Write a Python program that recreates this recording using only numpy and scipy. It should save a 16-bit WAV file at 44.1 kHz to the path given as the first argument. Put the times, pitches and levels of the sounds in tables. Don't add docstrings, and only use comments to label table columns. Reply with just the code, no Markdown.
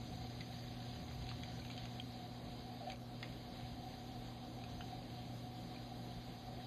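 import sys
import numpy as np
from scipy import signal
from scipy.fft import rfft, irfft, next_fast_len
from scipy.io import wavfile
from scipy.ndimage import uniform_filter1d, map_coordinates

SR = 44100
rng = np.random.default_rng(int(sys.argv[2]) if len(sys.argv) > 2 else 0)


def voltage_ratio(level):
    return 10 ** (np.asarray(level, float) / 20)


def to_wav(sig):
    pcm = np.clip(np.atleast_2d(sig), -1, 1) * 32767
    pcm = np.round(pcm).astype(np.int16)
    wavfile.write(sys.argv[1], SR, pcm.T)


N = 294014
RUSTLE_DB = -61
SHEEN_HZ = 7200


def unit(x):
    return x / np.sqrt(np.mean(x ** 2) + 1e-20)


def seconds():
    return np.arange(N) / SR


def along(points, hz):
    f, v = np.transpose(points)
    return np.interp(np.log(hz + 1), np.log(f + 1), v)


def curves(rows):
    s, *cols = np.transpose(rows)
    return [np.interp(seconds(), s, c) for c in cols]


def wobble(rate):
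    return map_coordinates(rng.standard_normal(N // 200), [seconds() * rate])


def filtered(x, response):
    m = next_fast_len(N + 8192)
    return irfft(rfft(x, m) * response(np.fft.rfftfreq(m, 1 / SR)), m)[:N]


def rush(response, patchy_db):
    z = signal.stft(rng.standard_normal(N), nperseg=512)[2]
    field = uniform_filter1d(rng.standard_normal(z.shape), size=6, axis=0)
    field = uniform_filter1d(field, size=8, axis=1)
    patchy = signal.istft(z * voltage_ratio(patchy_db * unit(field)), nperseg=512)[1][:N]
    return unit(filtered(patchy, response))


def busy():
    settle_s, span_s = 2.05, 0.13
    return (1 - np.tanh((seconds() - settle_s) / span_s)) / 2


def since_duck():
    late = np.maximum(seconds() - 2.935, 0)
    return late, 1 - np.exp(-late / 0.015)


# pitch in Hz, level in dB rms.
MAINS_LINES = [(120, -54.5), (240, -57), (360, -71.5)]


def hum():
    total = 0
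    for hz, db in MAINS_LINES:
        level_db = db + 0.4 * wobble(3.35)
        if hz < 200:
            level_db = level_db + 2.5 * busy() + 1.3 * wobble(4.9)
        turn = 2 * np.pi * hz * seconds() + 0.045 * wobble(3.7)
        total = total + np.sqrt(2) * voltage_ratio(level_db) * np.sin(turn)
    return total


# pitch in Hz, width in Hz, boost in dB.
ROOM_RESONANCES = [(39.3, 6.7, 1), (58, 7, 4), (72.4, 5, 0.5), (120, 13, 2), (142, 11, -4.5), (172, 7.1, 3),
                   (205, 10, -2.5), (240, 12, -5), (260, 11, 2), (311, 7, 2.5), (410, 14, 1.5)]


def modes(f):
    return voltage_ratio(sum(db * np.exp(-((f - hz) / w) ** 2) for hz, w, db in ROOM_RESONANCES))


def standing_waves():
    knots = rng.standard_normal(SR // 20)
    return lambda f: voltage_ratio(1.9 * map_coordinates(knots, [f / 24]))


# frequency in Hz, level in dB per Hz.
RUMBLE_COLOUR = [(20, -49), (37, -2.5), (100, -5.5), (170, -1), (210, -5), (265, -2), (310, -4.5),
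                 (345, -8.5), (380, -12.5), (600, -9.5), (800, -18.5), (1000, -18.5), (1700, -29),
                 (2500, -51)]


def rumble(ripple):
    colour = lambda f: voltage_ratio(along(RUMBLE_COLOUR, f)) * modes(f) * ripple(f) ** 0.45
    return voltage_ratio(-53.5) * rush(colour, patchy_db=1.1)


# middle in seconds, peak level in dB, half length in seconds.
VENT_GUSTS = [(0.166, -54, .12), (1.152, -53, 0.2), (.93, -55, .1), (1.38, -55, .08), (1.58, -57, 0.2),
              (1.92, -58, 0.13), (.58, -59, .12), (3.56, -54.5, 0.12), (3.82, -56.5, 0.21),
              (4.75, -58, 0.22), (5.383, -57.5, 0.22), (6.55, -61, .15)]


def gusts():
    calm_db = -75
    power = sum(voltage_ratio(2 * db) * np.exp(-((seconds() - s) / half) ** 2) for s, db, half in VENT_GUSTS)
    return 10 * np.log10(power + voltage_ratio(2 * calm_db))


def surge():
    points = [(25, -61), (42, -11.0), (58, 2.5), (70, 2), (86, 3.5), (102, -4.0),
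              (140, 4.5), (168, 1.0), (200, -29.0), (240, -54.0)]
    colour = lambda f: voltage_ratio(along(points, f)) * modes(f)
    return voltage_ratio(gusts() - 2 + 2 * wobble(6)) * rush(colour, patchy_db=0.7)


def boom():
    turn = 2 * np.pi * np.cumsum(85.5 * (1 + 0.0322 * wobble(6))) / SR
    return np.sqrt(2) * voltage_ratio(gusts() - 6 + 1.9 * wobble(9)) * np.sin(turn)


# pitch in Hz, width in Hz, level in dB.
DUCT_RESONANCES = [(723, 31, 4), (757, 71, 1.5), (836, 39, -22.5)]


def duct():
    late, onset = since_duck()
    level_db = -60.5 + 2 * np.clip(seconds() - 5.9, 0, .5) * 2
    level_db = level_db - 15 * onset * np.exp(-(late / .062) ** 4)
    sway_db = 0.7 * (wobble(9) + wobble(3.08))

    def pipe(f):
        return sum(voltage_ratio(db) * (f * w) ** 2 / ((c * c - f * f) ** 2 + (f * w) ** 2)
                   for c, w, db in DUCT_RESONANCES)

    return voltage_ratio(level_db + sway_db + 1.63) * rush(pipe, patchy_db=-1.0)


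# frequency in Hz, level in dB per Hz.
FIZZ_COLOUR = [(5600, -60), (5720, -14.5), (5980, -2.5), (6150, 0), (7250, -6.5), (7400, -10),
               (10000, -10.5), (10600, -12.5), (12200, -5.5), (13300, -11.5), (13950, -13.5), (14050, -47)]


def fizz():
    above_db = rustle_level() - RUSTLE_DB
    hiss = voltage_ratio(-72.5) * rush(lambda f: voltage_ratio(along(FIZZ_COLOUR, f)), patchy_db=2.03)
    hiss = hiss * voltage_ratio(.25 * above_db + .7 * wobble(10))
    low_part = filtered(hiss, lambda f: f < SHEEN_HZ)
    return hiss + low_part * (voltage_ratio(1.35 * np.maximum(above_db, -1.5)) - 1)


def faint_band():
    return voltage_ratio(-82.5) * rush(lambda f: (f > 5070) & (f < 5720), patchy_db=5.5)


def rustle_level():
    late, onset = since_duck()
    return RUSTLE_DB + 2 * busy() - 11 * onset * np.exp(-late / 0.1)


# frequency in Hz, level in dB per Hz.
RUSTLE_COLOUR = [(900, -17.5), (1500, -5), (2200, -2), (2950, -5), (3090, 3), (3250, -1.5), (3900, 4),
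                 (4300, 1), (4650, 2.5), (4750, -0.5), (4980, 0), (5080, -18), (5300, -60)]


def rustle(ripple):
    level_db = rustle_level() - 0.07 + 0.86 * wobble(16)
    grain_db = 1 * busy() * wobble(130)
    colour = lambda f: voltage_ratio(along(RUSTLE_COLOUR, f)) * ripple(f)
    return voltage_ratio(level_db + grain_db) * rush(colour, patchy_db=1.0)


# frequency in Hz, seconds to fall by 60 dB.
WALL_DECAY = [(300, .1), (2000, .16), (3200, .11), (8000, .027)]


def room(x):
    hz, t, z = signal.stft(rng.standard_normal(SR // 3), SR, nperseg=256)
    fading = z * voltage_ratio(-60 * t / along(WALL_DECAY, hz)[:, None])
    tail = signal.istft(fading, SR, nperseg=256)[1]
    return signal.fftconvolve(np.pad(x, (200, 0)), tail / np.linalg.norm(tail))[:N]


# start in seconds, level in dB, pitch in Hz, seconds to fall by 60 dB.
CASING_RINGS = [(.412, -45, 2020, 0.034), (1.3142, -42, 1210, .014), (1.435, -43, 2350, 0.02),
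                (1.435, -43, 3370, .016), (1.6, -45, 4300, 0.02), (1.29, -46, 3450, .025),
                (1.29, -47, 4200, .025), (1.595, -53, 1510, .03), (1.777, -42, 3130, 0.029),
                (1.9985, -32, 3190, 0.018), (1.9985, -42, 2440, 0.015), (1.9985, -51, 7960, .012),
                (2.9195, -45, 2310, 0.02), (2.9185, -42, 4620, 0.02), (2.9, -48, 2300, .016),
                (2.9, -44, 3080, .025), (.408, -53, 3090, .03), (.408, -53, 4200, .03),
                (.408, -46, 4700, 0.035), (4.6385, -47, 4630, .02), (4.6385, -51, 2500, .02),
                (5.761, -48, 2410, 0.024), (6.6, -56, 1870, .03), (3.229, -42.5, 1950, 0.041),
                (3.229, -41, 2110, 0.047), (3.228, -47, 2850, .03), (3.2275, -38, 3450, 0.017),
                (3.2275, -43.5, 5000, 0.019), (3.228, -60, 6600, .04), (4.8075, -45.5, 1310, 0.018),
                (4.8075, -46.5, 1870, 0.016), (4.808, -49.5, 3060, 0.08), (4.808, -57, 2530, .08),
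                (4.808, -53, 2800, .05), (4.809, -51, 710, .04), (.4055, -47, 2150, .025),
                (2.9155, -50, 2350, .02), (2.926, -51, 2350, .015), (2.93, -48, 2350, .02),
                (2.944, -51, 2450, .012), (2.9485, -50, 2300, .015), (2.9185, -52, 6400, .015),
                (2.9185, -57, 8500, .015), (1.619, -49, 2320, .025), (1.702, -47, 2350, .03),
                (1.65, -49, 3870, .025), (3.229, -46, 4350, .025)]


def pings():
    out, t = np.zeros(N + SR), np.arange(SR // 20) / SR
    swell = (1 - np.exp(-t / 0.00062)) ** 2
    for s, db, hz, t60 in CASING_RINGS:
        start = round(s * SR)
        out[start:][:len(t)] += voltage_ratio(db - 60 * t / t60) * swell * np.sin(2 * np.pi * hz * t)
    return out[:N]


# pitch in Hz, width in Hz.
TICK_RESONANCES = [(750, 400), (1500, 960), (2550, 1070), (4000, 1700), (6600, 630)]
# time in seconds, peak level in dB,
# brightness in octaves over 1 kHz, narrowness in dB lost per octave away from there.
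CONTACTS = [(.407, -37, 1.9, 12), (.4124, -41.5, 1.56, 12), (1.111, -42, 0.4, 10), (1.2228, -39, 2.2, 12),
            (1.267, -44, 1.9, 6), (1.2893, -33, 1.9, 11), (1.3137, -44, 0.72, 5), (1.4339, -36.5, 1.85, 7),
            (1.59, -50, 1.2, 8), (1.6197, -50, 1.2, 5), (1.649, -39.5, 1.7, 8), (1.701, -39.5, 1.7, 6),
            (1.7128, -35.5, 2.1, 12), (1.765, -38.5, 2.2, 18), (1.777, -34, 2, 13), (1.835, -43, 2.05, 12),
            (1.8545, -38, 2.1, 10), (2.8996, -34, 1.85, 14), (2.91, -47, 1.7, 6), (2.928, -51, 1.6, 8),
            (3.253, -47, 1.6, 11), (2.9185, -41, 2.1, 6), (2.9587, -44, 1.9, 12), (3.228, -37.5, 1.7, 4),
            (3.235, -47, 1.1, 9), (3.241, -44, 1.8, 5), (.269, -43, 2.4, 11), (.959, -45, 1.7, 7),
            (1.308, -45, 1.9, 12), (3.018, -48, 2.2, 11), (3.608, -44, 1.34, 17), (4.6136, -47, 1.1, 14),
            (4.638, -44, 1.9, 6), (4.807, -42, 0.8, 4), (5.101, -43, 2.05, 16), (5.7607, -45, 1.2, 14),
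            (.638, -47, 1.9, 12), (1.0995, -45, 2.1, 12), (1.319, -46, 1.8, 8), (2.874, -46, 1.9, 12),
            (3.5995, -47, 1.4, 10), (4.586, -47, 2.1, 12), (5.026, -48, 1.8, 12), (3.265, -47, 1.3, 10),
            (3.29, -47, 1.2, 12), (3.325, -48, 1.4, 12), (1.298, -45, 1.9, 12)]


def ticks():
    out, t = np.zeros(N + SR), np.arange(SR // 20) / SR
    shape = (t / .002) ** 2 * voltage_ratio(-60 * t / .009)
    parts = [signal.butter(1, [hz - w / 2, hz + w / 2], "band", fs=SR) for hz, w in TICK_RESONANCES]
    octaves = np.log2(np.transpose(TICK_RESONANCES)[0] / 1000)
    extra_db = [-2, 0, 0, 0, -10.5]
    for s, db, bright, narrow in CONTACTS:
        shares_db = extra_db - narrow * np.abs(octaves - bright)
        crackle = shape * rng.standard_normal(len(t))
        crackle[round(.0027 * SR)] += 13 * shape.max()
        start = round((s - .0012) * SR)
        for share, part in zip(shares_db, parts):
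            band = signal.filtfilt(*part, crackle)
            out[start:][:len(t)] += voltage_ratio(db + share - 6.0) * band / np.abs(band).max()
    return out[:N]


# time in seconds, pitch in Hz, level in dB.
DOG_NOTE = [
    (2.801, 750, -87),
    (2.808, 709, -49.5),
    (2.822, 640, -55),
    (2.838, 600, -54.5),
    (2.86, 575, -61),
    (2.885, 575, -64),
    (2.9, 560, -86),
]


def whine():
    t = seconds()
    hz, db = curves(DOG_NOTE)
    turn = 2 * np.pi * np.cumsum(hz * (1 + 0.029 * wobble(70))) / SR
    voice = np.sin(turn) + 0.079 * np.sin(2 * turn)
    note = np.sqrt(2) * voltage_ratio(db + 1.8 * wobble(80)) * (db > -79) * voice
    second = 1.15 * np.roll(note, round(.067 * SR))
    held = voltage_ratio(-48.5) * np.exp(-((t - 2.91) / 0.023) ** 2) * np.sin(2 * np.pi * 755 * t)
    breath = rush(lambda f: (f > 570) & (f < 810), patchy_db=1.0)
    husk = voltage_ratio(-54) * np.exp(-((t - 2.86) / 0.044) ** 4) * breath
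    return note + second + held + husk


def scene():
    points = [(5000, 1.0), (5100, -11), (5800, -25), (6100, 4.0), (7300, -4.5), (8500, 0.0), (10000, -20)]
    speaker = lambda f: voltage_ratio(along(points, f))
    ripple = standing_waves()
    air = rumble(ripple) + surge() + duct() + rustle(ripple) + fizz() + faint_band()
    near, rings, far = filtered(ticks(), speaker), filtered(pings(), speaker), whine()
    echo = room(voltage_ratio(-9) * near + voltage_ratio(-17) * rings + voltage_ratio(-23) * far)
    return (hum() + boom() + air + near + rings + far + echo)[None]


# frequency in Hz,
# limit in dB against the rustle for single lines, the same for whole bands.
DROPPED_BELOW = [(400, -21, -40), (1510, -27.5, -40), (4870, -21, -40), (5060, -30, -40), (5600, -21, -40),
                 (6000, -24.5, -26), (7300, -24, -26.5), (9500, -25.5, -27), (10500, -26, -27),
                 (12300, -24.3, -27), (13100, -22, -25), (13600, -26.5, -24.8)]
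# time in seconds, shift in dB.
FAINT_BAND_SHIFT = [(0, 0), (2.2, 0), (2.4, 1.8), (2.9, 1.8), (3.1, 0), (5.3, 0), (5.6, -1.5), (6.7, -1.5)]
# frequency in Hz, share of narrow bands dropped for a few frames.
DROPOUTS = [(6900, 0), (7500, .2), (8500, .1), (10300, .17), (11500, .06), (12400, .03), (13100, .14)]


def thinned(x):
    size, grid = 1024, 537
    n, k = np.arange(2 * size)[:, None], np.arange(size)
    window = signal.windows.kaiser_bessel_derived(2 * size, 4 * np.pi)[:, None]
    basis = window * np.cos(np.pi / size * (n + .5 + size / 2) * (k + .5)) * np.sqrt(2 / size)
    blocks = np.pad(x, (2 * size - grid, 2 * size))
    blocks = blocks[:len(blocks) // size * size].reshape(-1, size)
    lines = np.hstack([blocks[:-1], blocks[1:]]) @ basis
    hz, power = (k + .5) * SR / (2 * size), lines ** 2
    count = len(lines)

    masker = np.median(power[:, (hz > 3000) & (hz < 5000)], axis=1) / .45
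    masker = uniform_filter1d(masker, size=45)
    whim = rng.standard_normal((count, size // 32 + 1))
    whim_db = 1.1 * whim[:, :1] + 1.3 * np.repeat(whim[:, 1:], 32, axis=1)
    masker = np.where(hz > SHEEN_HZ, 1.25 * np.median(masker), masker[:, None]) * voltage_ratio(2 * whim_db)
    f, line_db, band_db = np.transpose(DROPPED_BELOW)
    limit = lambda db: voltage_ratio(2 * np.interp(hz, f, db)) * masker
    heard = power > limit(line_db)
    heard &= uniform_filter1d(power, size=16, axis=1) > limit(band_db)

    edge = np.clip((np.arange(count) - 1) * size + grid, 0, N - 1)
    busy_now = power[:, (hz > 1000) & (hz < 5000)].sum(1)
    busy_now = (busy_now + 1e-12) / (uniform_filter1d(busy_now, size=15) + 1e-12)
    load_db = (rustle_level() + curves(FAINT_BAND_SHIFT)[0])[edge]
    load_db = load_db + 2.3 * rng.standard_normal(count) + 10 * np.log10(busy_now)
    heard &= (load_db < -62.3)[:, None] | (hz < 5080) | (hz > 5680)

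    flutter = uniform_filter1d(whim[:, 0], size=2) + whim[:, -1] * .8
    top_hz = 14100 - 750 * np.clip(flutter, 0, 1.3)
    heard &= hz < top_hz[:, None]

    luck = uniform_filter1d(rng.standard_normal((count, size // 8)), size=2, axis=0)
    rank = np.argsort(np.argsort(luck, axis=0), axis=0) / count
    heard &= np.repeat(rank, 8, axis=1) >= along(DROPOUTS, hz)

    halves = (lines * heard) @ basis.T
    return (halves[1:, :size] + halves[:-1, size:]).ravel()[size - grid:][:N]


def band_limit(x):
    return signal.sosfilt(signal.butter(12, 14320, fs=SR, output="sos"), x)


def record(dry):
    mix = thinned(dry[0])[None]
    return band_limit(mix)


dry = scene()
out = record(dry)
to_wav(out)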